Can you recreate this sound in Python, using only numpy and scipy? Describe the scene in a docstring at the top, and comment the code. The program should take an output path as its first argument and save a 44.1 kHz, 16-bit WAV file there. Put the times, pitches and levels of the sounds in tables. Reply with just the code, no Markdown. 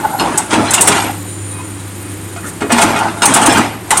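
"""Excavator prying up pavement

Beside a street, an excavator drags the chisel of its hydraulic breaker through broken pavement.
The chisel grinds, squeaks, clanks in its steel housing and snaps off chips; slabs thud over.
Underneath, the diesel drones, its turbocharger whistles and oil hisses in the valves.
The loudest blows overload the microphone."""
import sys
import numpy as np
from scipy import signal
from scipy.fft import rfft, irfft
from scipy.io import wavfile
from scipy.ndimage import uniform_filter1d

SR = 44100
rng = np.random.default_rng(int(sys.argv[2]) if len(sys.argv) > 2 else 0)


def master(y):
    """Save y as 16-bit WAV."""
    cut = np.clip(np.atleast_2d(y).T, -1, 1)
    pcm = np.round(cut * 32767)  # scale
    wavfile.write(sys.argv[1], SR, pcm.astype(np.int16))


N = 176400
T = np.arange(N) / SR

# the notes the steel housing rings at: pitch_hz, level_db, fade_s (time to fall by 60 dB)
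HOUSING_NOTES = [(409.4, -3, 0.25), (692.6, 3, 0.21), (863, -3, 0.084), (1010, -9, .26), (1143, -8.5, 0.29),
                 (1247, 0, 0.28), (1395, 8.5, 0.067), (1740, -5, 0.25), (1904, -5.5, 0.19),
                 (2167, 5.5, 0.062), (2495, -4, 0.21), (3090, -13, 0.14)]
# the notes the chisel rings at: pitch_hz, level_db, fade_s
CHISEL_NOTES = [(1435, 1, 0.078), (2620, -10.5, 0.098), (2850, -3.5, 0.096), (3210, -12, 0.052),
                (3715, -4.5, 0.067), (4220, -9, 0.087), (5130, -2.5, 0.082), (6500, -5, 0.045),
                (7230, -10, 0.12), (8300, -6, 0.1), (8670, -8.5, 0.3), (9300, -23, 0.18),
                (10900, -16, 0.21)]


def from_db(db):
    """Turn decibels into a number to multiply by."""
    return 10 ** (np.asarray(db) / 20)


def unit_power(x):
    """Scale a signal to an average power of 1."""
    return x / np.sqrt(np.mean(x ** 2) + 1e-20)


def in_time(rows, outside=None):
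    """Join rows of (time, values) with straight lines: one curve for each value column."""
    times, *columns = np.transpose(rows)
    return [np.interp(T, times, column, outside, outside) for column in columns]


def colour(x, spectrum):
    """Make some pitches stronger than others; those beyond the table's ends fall away."""
    hz, db = np.transpose(spectrum)
    log_hz = np.log(np.maximum(np.arange(N // 2 + 1) * SR / N, 1))
    beyond = np.abs(log_hz - np.clip(log_hz, np.log(hz[0]), np.log(hz[-1])))
    gain = from_db(np.interp(log_hz, np.log(hz), db)) * np.exp(-2 * beyond)
    return unit_power(irfft(rfft(x) * gain, N))


def noise(spectrum):
    """Steady noise with the given tone colour."""
    return colour(rng.standard_normal(N), spectrum)


def drift(rate_hz):
    """A smooth random wander of about 1 either way, mostly slower than rate_hz."""
    step, points = 32, 8192
    times = T[::step]
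    hz = np.fft.rfftfreq(points, step / SR)
    slow = irfft(rfft(rng.standard_normal(points)) / (1 + (hz / rate_hz) ** 2))
    return unit_power(np.interp(T, times, slow[:len(times)]))


def burst(start_s, hold_s, fade_s, attack_s=0.002):
    """The loudness of one blow: it rises, holds, then falls 60 dB every fade_s, down to -120 dB."""
    age = T - start_s
    fall = np.clip((age - attack_s - hold_s) / fade_s, 0, 2)
    return np.clip(age / attack_s, 0, 1) * from_db(-60 * fall)


def swells(rows):
    """Loudness that rises and falls in smooth, bell-shaped humps."""
    return sum(from_db(db) * np.exp(-((T - peak) / width) ** 2) for peak, width, db in rows)


def ring(x, hz, fade_s):
    """Each click in x sets off one dying note."""
    decay = np.exp(-np.log(1000) / (fade_s * SR))
    turn = 2 * np.pi * hz / SR
    return signal.lfilter([0, np.sin(turn)], [1, -2 * decay * np.cos(turn), decay * decay], x + 1e-18)


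def resound(x, notes):
    """A body shaken by x rings at all its notes."""
    return unit_power(sum(from_db(db) * ring(x, hz, fade) for hz, db, fade in notes))


def strike(blows, notes):
    """Each blow rings every note of a body, some harder than others by chance."""
    starts, strength_db = np.transpose(blows)[:2]
    chance_db = rng.normal(0, 3.3, (len(starts), len(notes)))
    out = np.zeros(N)
    for k, (hz, db, fade) in enumerate(notes):
        clicks = np.zeros(N)
        clicks[(starts * SR).astype(int)] = from_db(strength_db + db + chance_db[:, k])
        out += (-1) ** k * ring(clicks, hz, fade)
    return out


def whistle(hz, width_hz):
    """A breathy tone: a narrow band of noise around a moving pitch."""
    phase = 2 * np.pi * np.cumsum(hz) / SR
    return drift(width_hz) * np.sin(phase) + drift(width_hz) * np.cos(phase)


def grains(per_s=2500, spread_db=1.5):
    """A dense crackle of tiny fractures, uneven in size."""
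    sizes = from_db(spread_db * np.minimum(rng.exponential(1, N), 4)) * rng.choice([-1, 1], N)
    return sizes * (rng.random(N) < per_s / SR)


def crumble(x, spread_db=4):
    """Breaking stone keeps changing shape, so each pitch swells and fades at random."""
    spectra = signal.stft(x, nperseg=1024)[2]
    chance = uniform_filter1d(rng.standard_normal(spectra.shape), size=4, axis=0)  # smooth over pitch
    chance = unit_power(uniform_filter1d(chance, size=3, axis=1))  # and over time
    return signal.istft(spectra * unit_power(from_db(spread_db * chance)), nperseg=1024)[1][:N]


def scraping():
    """The juddering point crushes concrete into coarse and fine grit, and both make the steel ring."""
    # two drags of the chisel, each a list of: time_s, grind_db, grit_db
    strokes = [
        [(0, -23.5, -36), (.17, -24, -48), (.21, -13, -23.5), (.3, -18.5, -28.5), (.42, -24.5, -26.5),
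         (.485, -32.5, -38), (.53, -17, -13), (.62, -11, -26), (.67, -25, -18.5), (.85, -13.5, -22),
         (.9, -18.5, -15), (.97, -16, -14.5), (1.0, -24, -16.5), (1.1, -23, -28.5), (1.19, -64, -50)],
        [(2.695, -20.5, -33), (2.72, -17, -15), (2.83, -12, -16), (2.92, -15.5, -20.5), (3.07, -18.5, -30),
         (3.14, -25, -36), (3.21, -24, -50), (3.235, -14.5, -16), (3.32, -14, -14.5), (3.4, -11.5, -17.5),
         (3.48, -12.5, -15), (3.59, -16, -14.5), (3.68, -22, -26.5), (3.8, -41, -45), (3.895, -32, -47),
         (3.92, -23.5, -13.5), (4, -16, -26)],
    ]
    # tone colour of the coarse grinding: pitch_hz, level_db
    grind_colour = [(130, -9.5), (220, -3.5), (330, -4.5), (470, -11.5), (680, -4.5), (880, 0.5),
                    (1150, -9.5), (1420, -6), (1800, -16.5), (3000, -22), (6000, -31.5)]
    # tone colour of the fine grit: pitch_hz, level_db
    grit_colour = [(1000, 5), (2100, 7.5), (2900, 4.5), (4500, -1.5), (6000, -1.5), (8700, -0.5),
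                   (10000, -3), (12000, -48)]
    grind_gain, grit_gain = sum(from_db(in_time(stroke, outside=-120)) for stroke in strokes)
    coarse = crumble(colour(grains(), grind_colour))
    fine = crumble(colour(grains(), grit_colour))
    grind = from_db(0.5) * coarse + from_db(-14) * resound(coarse, HOUSING_NOTES)
    grit = from_db(-2.5) * fine + from_db(-12.5) * resound(fine, CHISEL_NOTES) + from_db(-4) * clinks()
    judder = from_db(1.5 * drift(rate_hz=16))
    return judder * (grind_gain * grind + grit_gain * grit)


def clinks(stones=48, per_s=150, low_hz=800, high_hz=3605):
    """Loose stones of many sizes clink at random, each at its own pitch."""
    hits = (rng.random(N) < per_s / SR) * rng.uniform(0.26, 1, N) * rng.choice([-1, 1], N)
    stone_hit = rng.integers(0, stones, N)
    pitches = np.geomspace(low_hz, high_hz, stones) * rng.uniform(.98, 1.02, stones)
    rings = (ring(hits * (stone_hit == k), hz, fade_s=0.064) / np.sqrt(hz) for k, hz in enumerate(pitches))
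    return unit_power(sum(rings))


def diesel():
    """The engine's firing, shaft and fan hum over a drone that throbs with each firing."""
    # engine speed and loudness of its hum: time_s, firing_hz, level_db
    running = [(0, 107.8, -39.5), (.46, 108.3, -38.5), (.6, 104.5, -29.5), (1.0, 104.5, -32),
               (1.19, 100.8, -27), (2.2, 99.3, -30), (2.45, 97.9, -34), (2.64, 102.9, -40),
               (2.88, 105.1, -27), (3.16, 104, -33.5), (3.62, 108, -29), (4, 110.4, -38)]
    # the tones in the hum: multiple_of_firing_rate, level_db
    tones = [(1, 1), (2.86, -10.5), (3.33, -18), (5.11, -20.5)]
    # tone colour of the drone: pitch_hz, level_db
    drone_colour = [(25, -14), (45, -36), (75, -6.5), (130, -13.5), (175, -6), (250, -14.5), (320, -5.5),
                    (470, -19), (620, -22), (1000, -20.5), (2000, -24), (3500, -30), (6000, -37)]
    firing_hz, hum_db = in_time(running)
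    phase = 2 * np.pi * np.cumsum(firing_hz * (1 + 0.0041 * drift(9.5))) / SR
    hum = np.zeros(N)
    for multiple, db in tones:
        level = from_db(hum_db + db + 1.46 * drift(13))
        hum += level * np.sin(multiple * phase + 0.09 * drift(4.4))
    throb = 1 + 0.048 * np.sin(phase)
    return np.sqrt(2) * hum + from_db(-29.5) * noise(drone_colour) * throb


def turbo():
    """A high, wavering whistle that follows the turbine's speed and flares three times."""
    # the whistle's path: time_s, pitch_hz
    path = [(0, 12500), (.125, 11570), (.45, 11000), (.7, 10600), (.92, 11550), (1.04, 11350),
            (1.25, 12200), (1.48, 12400), (2.05, 12350), (2.42, 13070), (2.62, 12290), (2.95, 11520),
            (3.2, 11290), (3.55, 12180), (3.7, 11420), (3.81, 11740), (4, 11230)]
    # its flares: peak_s, half_length_s, level_db
    flares = [(0.194, 0.041, -34.5), (1.016, 0.076, -34), (3.76, 0.089, -47)]
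    hz, = in_time(path)
    level = from_db(-45.5 + 4 * drift(4.5)) + swells(flares)
    return level * whistle(hz, width_hz=120)


def oil():
    """Oil hisses through the valves, which sing in wavering whistles as the boom (the arm) lifts."""
    # loudness of the hiss: time_s, level_db
    flow = [(0, -33), (.5, -34), (1.1, -34), (1.6, -36.5), (1.9, -36), (2.6, -36.5), (3.2, -34.5),
            (3.8, -42), (4, -26)]
    # tone colour of the hiss: pitch_hz, level_db
    hiss_colour = [(3000, -9), (5600, -14), (6900, -3.5), (7700, -3), (8500, 1.5), (9250, 0.5),
                   (9900, -4.5), (11000, -5.5), (13000, -22), (16000, -23)]
    # loudness of the singing: time_s, level_db
    lift = [(.5, -40), (1.1, -34), (1.28, -29), (1.45, -34), (1.6, -33), (1.9, -42), (2.33, -37),
            (2.6, -46)]
    # the valves' whistles: pitch_hz, width_hz, level_db
    valves = [(3870, 89, -19), (7030, 110, -10.5), (9200, 320, -2.5)]
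    hiss_db, = in_time(flow)
    singing_db, = in_time(lift)
    singing = np.zeros(N)
    for hz, width, db in valves:
        singing += from_db(db + 4 * drift(3.5)) * whistle(hz + 50 * drift(6.9), width)
    flutter = from_db(1.05 * drift(37))
    return flutter * (from_db(hiss_db) * noise(hiss_colour) + from_db(singing_db) * singing)


def rattles(rest_db=-51):
    """The housing buzzes faintly all the time, and more when the boom swings."""
    # shudders of the housing: peak_s, half_length_s, level_db
    shudders = [(1.6, 0.1, -39.5), (2.039, 0.063, -45), (2.45, 0.058, -38.5)]
    # tone colour of the shaking: pitch_hz, level_db
    shake_colour = [(400, -44), (900, 21), (1500, -1), (2500, 12), (4000, 10), (6000, -10)]
    level = from_db(rest_db) + swells(shudders)
    return level * resound(colour(grains(), shake_colour), HOUSING_NOTES)


def squeaks(sag=0.13):
    """Steel sticks and slips on stone: short, rough tones that sag in pitch."""
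    # the squeaks: start_s, length_s, pitch_hz, level_db
    slips = [(0.034, 0.038, 853, -12), (0.128, 0.032, 868, -14.5), (0.19, 0.044, 929, -18.5),
             (0.372, 0.036, 864, -20), (0.873, 0.03, 906, -20), (1.075, 0.029, 907, -33),
             (3.003, 0.023, 883, -10.5), (3.044, 0.031, 865, -14), (3.248, 0.036, 839, -10.5),
             (3.358, 0.029, 847, -10.5), (3.467, 0.023, 934, -5.5), (3.914, 0.029, 877, -8)]
    wobble = 1 + 0.03935 * drift(151.5)
    out = np.zeros(N)
    for start, length, hz, db in slips:
        progress = np.clip((T - start) / length, 0, 1)
        phase = 2 * np.pi * np.cumsum(hz * wobble * (1 - sag * (progress - .5))) / SR
        tone = np.sin(phase) + from_db(-12.5) * np.sin(1.72 * phase)  # with a weaker, higher note
        out += from_db(db) * np.sin(np.pi * progress) * tone
    roughness = from_db(4.4 * drift(180))
    return np.sqrt(2) * out * roughness


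def chinks():
    """Steel chatters on stone, or in its pins as the boom lifts: brief, slightly rough notes."""
    # the contacts: start_s, pitch_hz, level_db, hold_s
    contacts = [(0.19, 4310, -17, 0.0088), (0.206, 5110, -18.5, 0.0054), (.68, 4070, -20, .012),
                (0.778, 2776, -11.5, 0.0085), (0.869, 5600, -17, 0.019), (1.585, 1010, -30, .025),
                (1.589, 2514, -37.5, 0.027), (2.37, 1386, -28, 0.018), (2.43, 1795, -32, 0.057),
                (2.442, 1387, -26, 0.024), (3.494, 5330, -18.5, 0.03)]
    chatter = drift(rate_hz=84)
    out = np.zeros(N)
    for start, hz, db, hold in contacts:
        tone = np.sin(2 * np.pi * hz * (T - start) + chatter)
        out += from_db(db) * burst(start, hold, fade_s=0.084) * tone
    return out


def clanks():
    """The breaker knocks in its mounting with a crash and a hollow ring; the chisel pings on stone."""
    # knocks in the mounting: start_s, ring_db, crash_db
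    knocks = [(.195, -34, -23), (.506, -39, -16), (.531, -25, -12), (.738, -29, -9.5), (.779, -32, -14.5),
              (.874, -7, -6), (.917, -21, -13), (2.361, -25, -29.5), (2.606, -24, -23), (2.62, -16, -26),
              (2.703, -10.5, -25), (2.72, -21, -10.5), (2.783, -7, -8.5), (2.818, -7, -6),
              (2.96, -12.5, -18.5), (3.22, -13.5, -11.5), (3.362, -10, -14), (3.463, -26, -7),
              (3.906, -11.5, -7.5)]
    # tone colour of the crash: pitch_hz, level_db
    crash_colour = [(200, -41), (500, -7), (800, 4.5), (1500, -8.5), (2200, -6.5), (3300, -6),
                    (4600, -14.5), (6500, -16), (9000, -8), (11000, -60.5)]
    # chisel hits on stone: start_s, level_db
    pings = [(.197, -15), (.738, -12.5), (2.783, -23), (3.22, -11), (3.232, -9.5), (3.907, -23)]
    level = sum(from_db(db) * burst(start, hold_s=0.0062, fade_s=0.085) for start, _, db in knocks)
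    crash = level * crumble(noise(crash_colour))
    return crash + from_db(-9.5) * strike(knocks, HOUSING_NOTES) + strike(pings, CHISEL_NOTES)


def thuds():
    """Heavy slabs tip and drop with dull bursts of noise."""
    # the drops: start_s, level_db
    drops = [(0.205, -15.5), (0.266, -24), (0.528, -12.5), (.575, -18), (.88, -14), (1.04, -22),
             (2.44, -29), (2.614, -16.5), (2.728, -25.5), (2.847, -14), (3.409, -16), (3.48, -11),
             (3.56, -18)]
    # tone colour of a thud: pitch_hz, level_db
    thud_colour = [(25, -21), (60, -7), (110, -5), (170, -11.5), (232, 6.5), (310, 7.5), (400, 0),
                   (600, -5), (1200, -8)]
    level = sum(from_db(db) * burst(start, hold_s=0.0088, fade_s=0.41, attack_s=0.0018)
                for start, db in drops)
    return level * noise(thud_colour)


def snaps():
    """Chips break off under the point in shrill bursts, each with a faint tail."""
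    # the breaks: start_s, level_db, hold_s
    chips = [(0.375, -10, 0.0091), (0.706, -10.5, 0.0048), (0.735, -4, 0.011), (0.808, -2.5, 0.013),
             (0.873, -6.5, 0.011), (1.018, -29, 0.011), (2.461, -28.5, 0.039), (2.719, -11, .006),
             (2.779, -25.5, 0.03), (2.813, -12, 0.021), (2.988, -25, 0.0051), (3.254, -1, 0.0041),
             (3.337, -5.5, 0.012), (3.361, -16, 0.0065), (3.414, -21.5, 0.025), (3.458, -11, 0.011),
             (3.523, -19, 0.0064), (3.573, -19.5, 0.0087), (3.905, -8, 0.0088), (3.971, -7.5, 0.007)]
    # tone colour of a snap: pitch_hz, level_db
    snap_colour = [(500, -48), (1500, -16), (3500, -11.5), (5000, -15), (6400, -3.5), (7500, 1),
                   (8600, 4.5), (9600, 1.5), (10800, -10.5), (13000, -15.5), (16000, -38)]
    level = np.zeros(N)
    for start, db, hold in chips:
        tail = from_db(-14.5) * burst(start, hold, fade_s=0.38)
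        level += from_db(db) * (burst(start, hold, fade_s=0.037) + tail)
    return level * crumble(noise(snap_colour))


def low_booms():
    """Brief, low, hollow booms from loose slabs or the knocked steel housing."""
    # the low booms: start_s, pitch_hz, level_db
    notes = [(.556, 286, -23), (2.62, 419, -15), (2.721, 236.2, -4.5), (2.848, 224, -14), (3.473, 287, -9),
             (3.578, 386, -12)]
    out = np.zeros(N)
    for start, hz, db in notes:
        level = from_db(db) * burst(start, hold_s=0.0032, fade_s=0.19, attack_s=0.0099)
        out += level * np.sin(2 * np.pi * hz * (T - start))
    return out


def street(x, cutoff_hz=5700):
    """Add a few dull echoes off the machine and the house fronts."""
    # the echoes: delay_s, level_db
    echoes = [(0.022, -13.5), (.047, -18.5), (0.082, -22), (.16, -21)]
    dull = signal.sosfilt(signal.butter(1, cutoff_hz, fs=SR, output="sos"), x)
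    return x + sum(from_db(db) * np.interp(T - delay, T, dull, left=0) for delay, db in echoes)


def scene():
    """The echoing work at the chisel over the running machine, in one channel."""
    work = scraping() + clanks() + snaps() + chinks() + thuds() + low_booms() + squeaks() + rattles()
    return (street(work) + diesel() + turbo() + oil())[None]


def record(dry):
    """The microphone flattens the loudest peaks, and the highest treble is cut."""
    overload, cutoff_hz = 0.93, 15800
    clipped = dry / (1 + (dry / overload) ** 4) ** (1 / 4)
    return signal.sosfilt(signal.ellip(10, .1, 70, cutoff_hz, fs=SR, output="sos"), clipped)


dry = scene()
out = record(dry)
master(out)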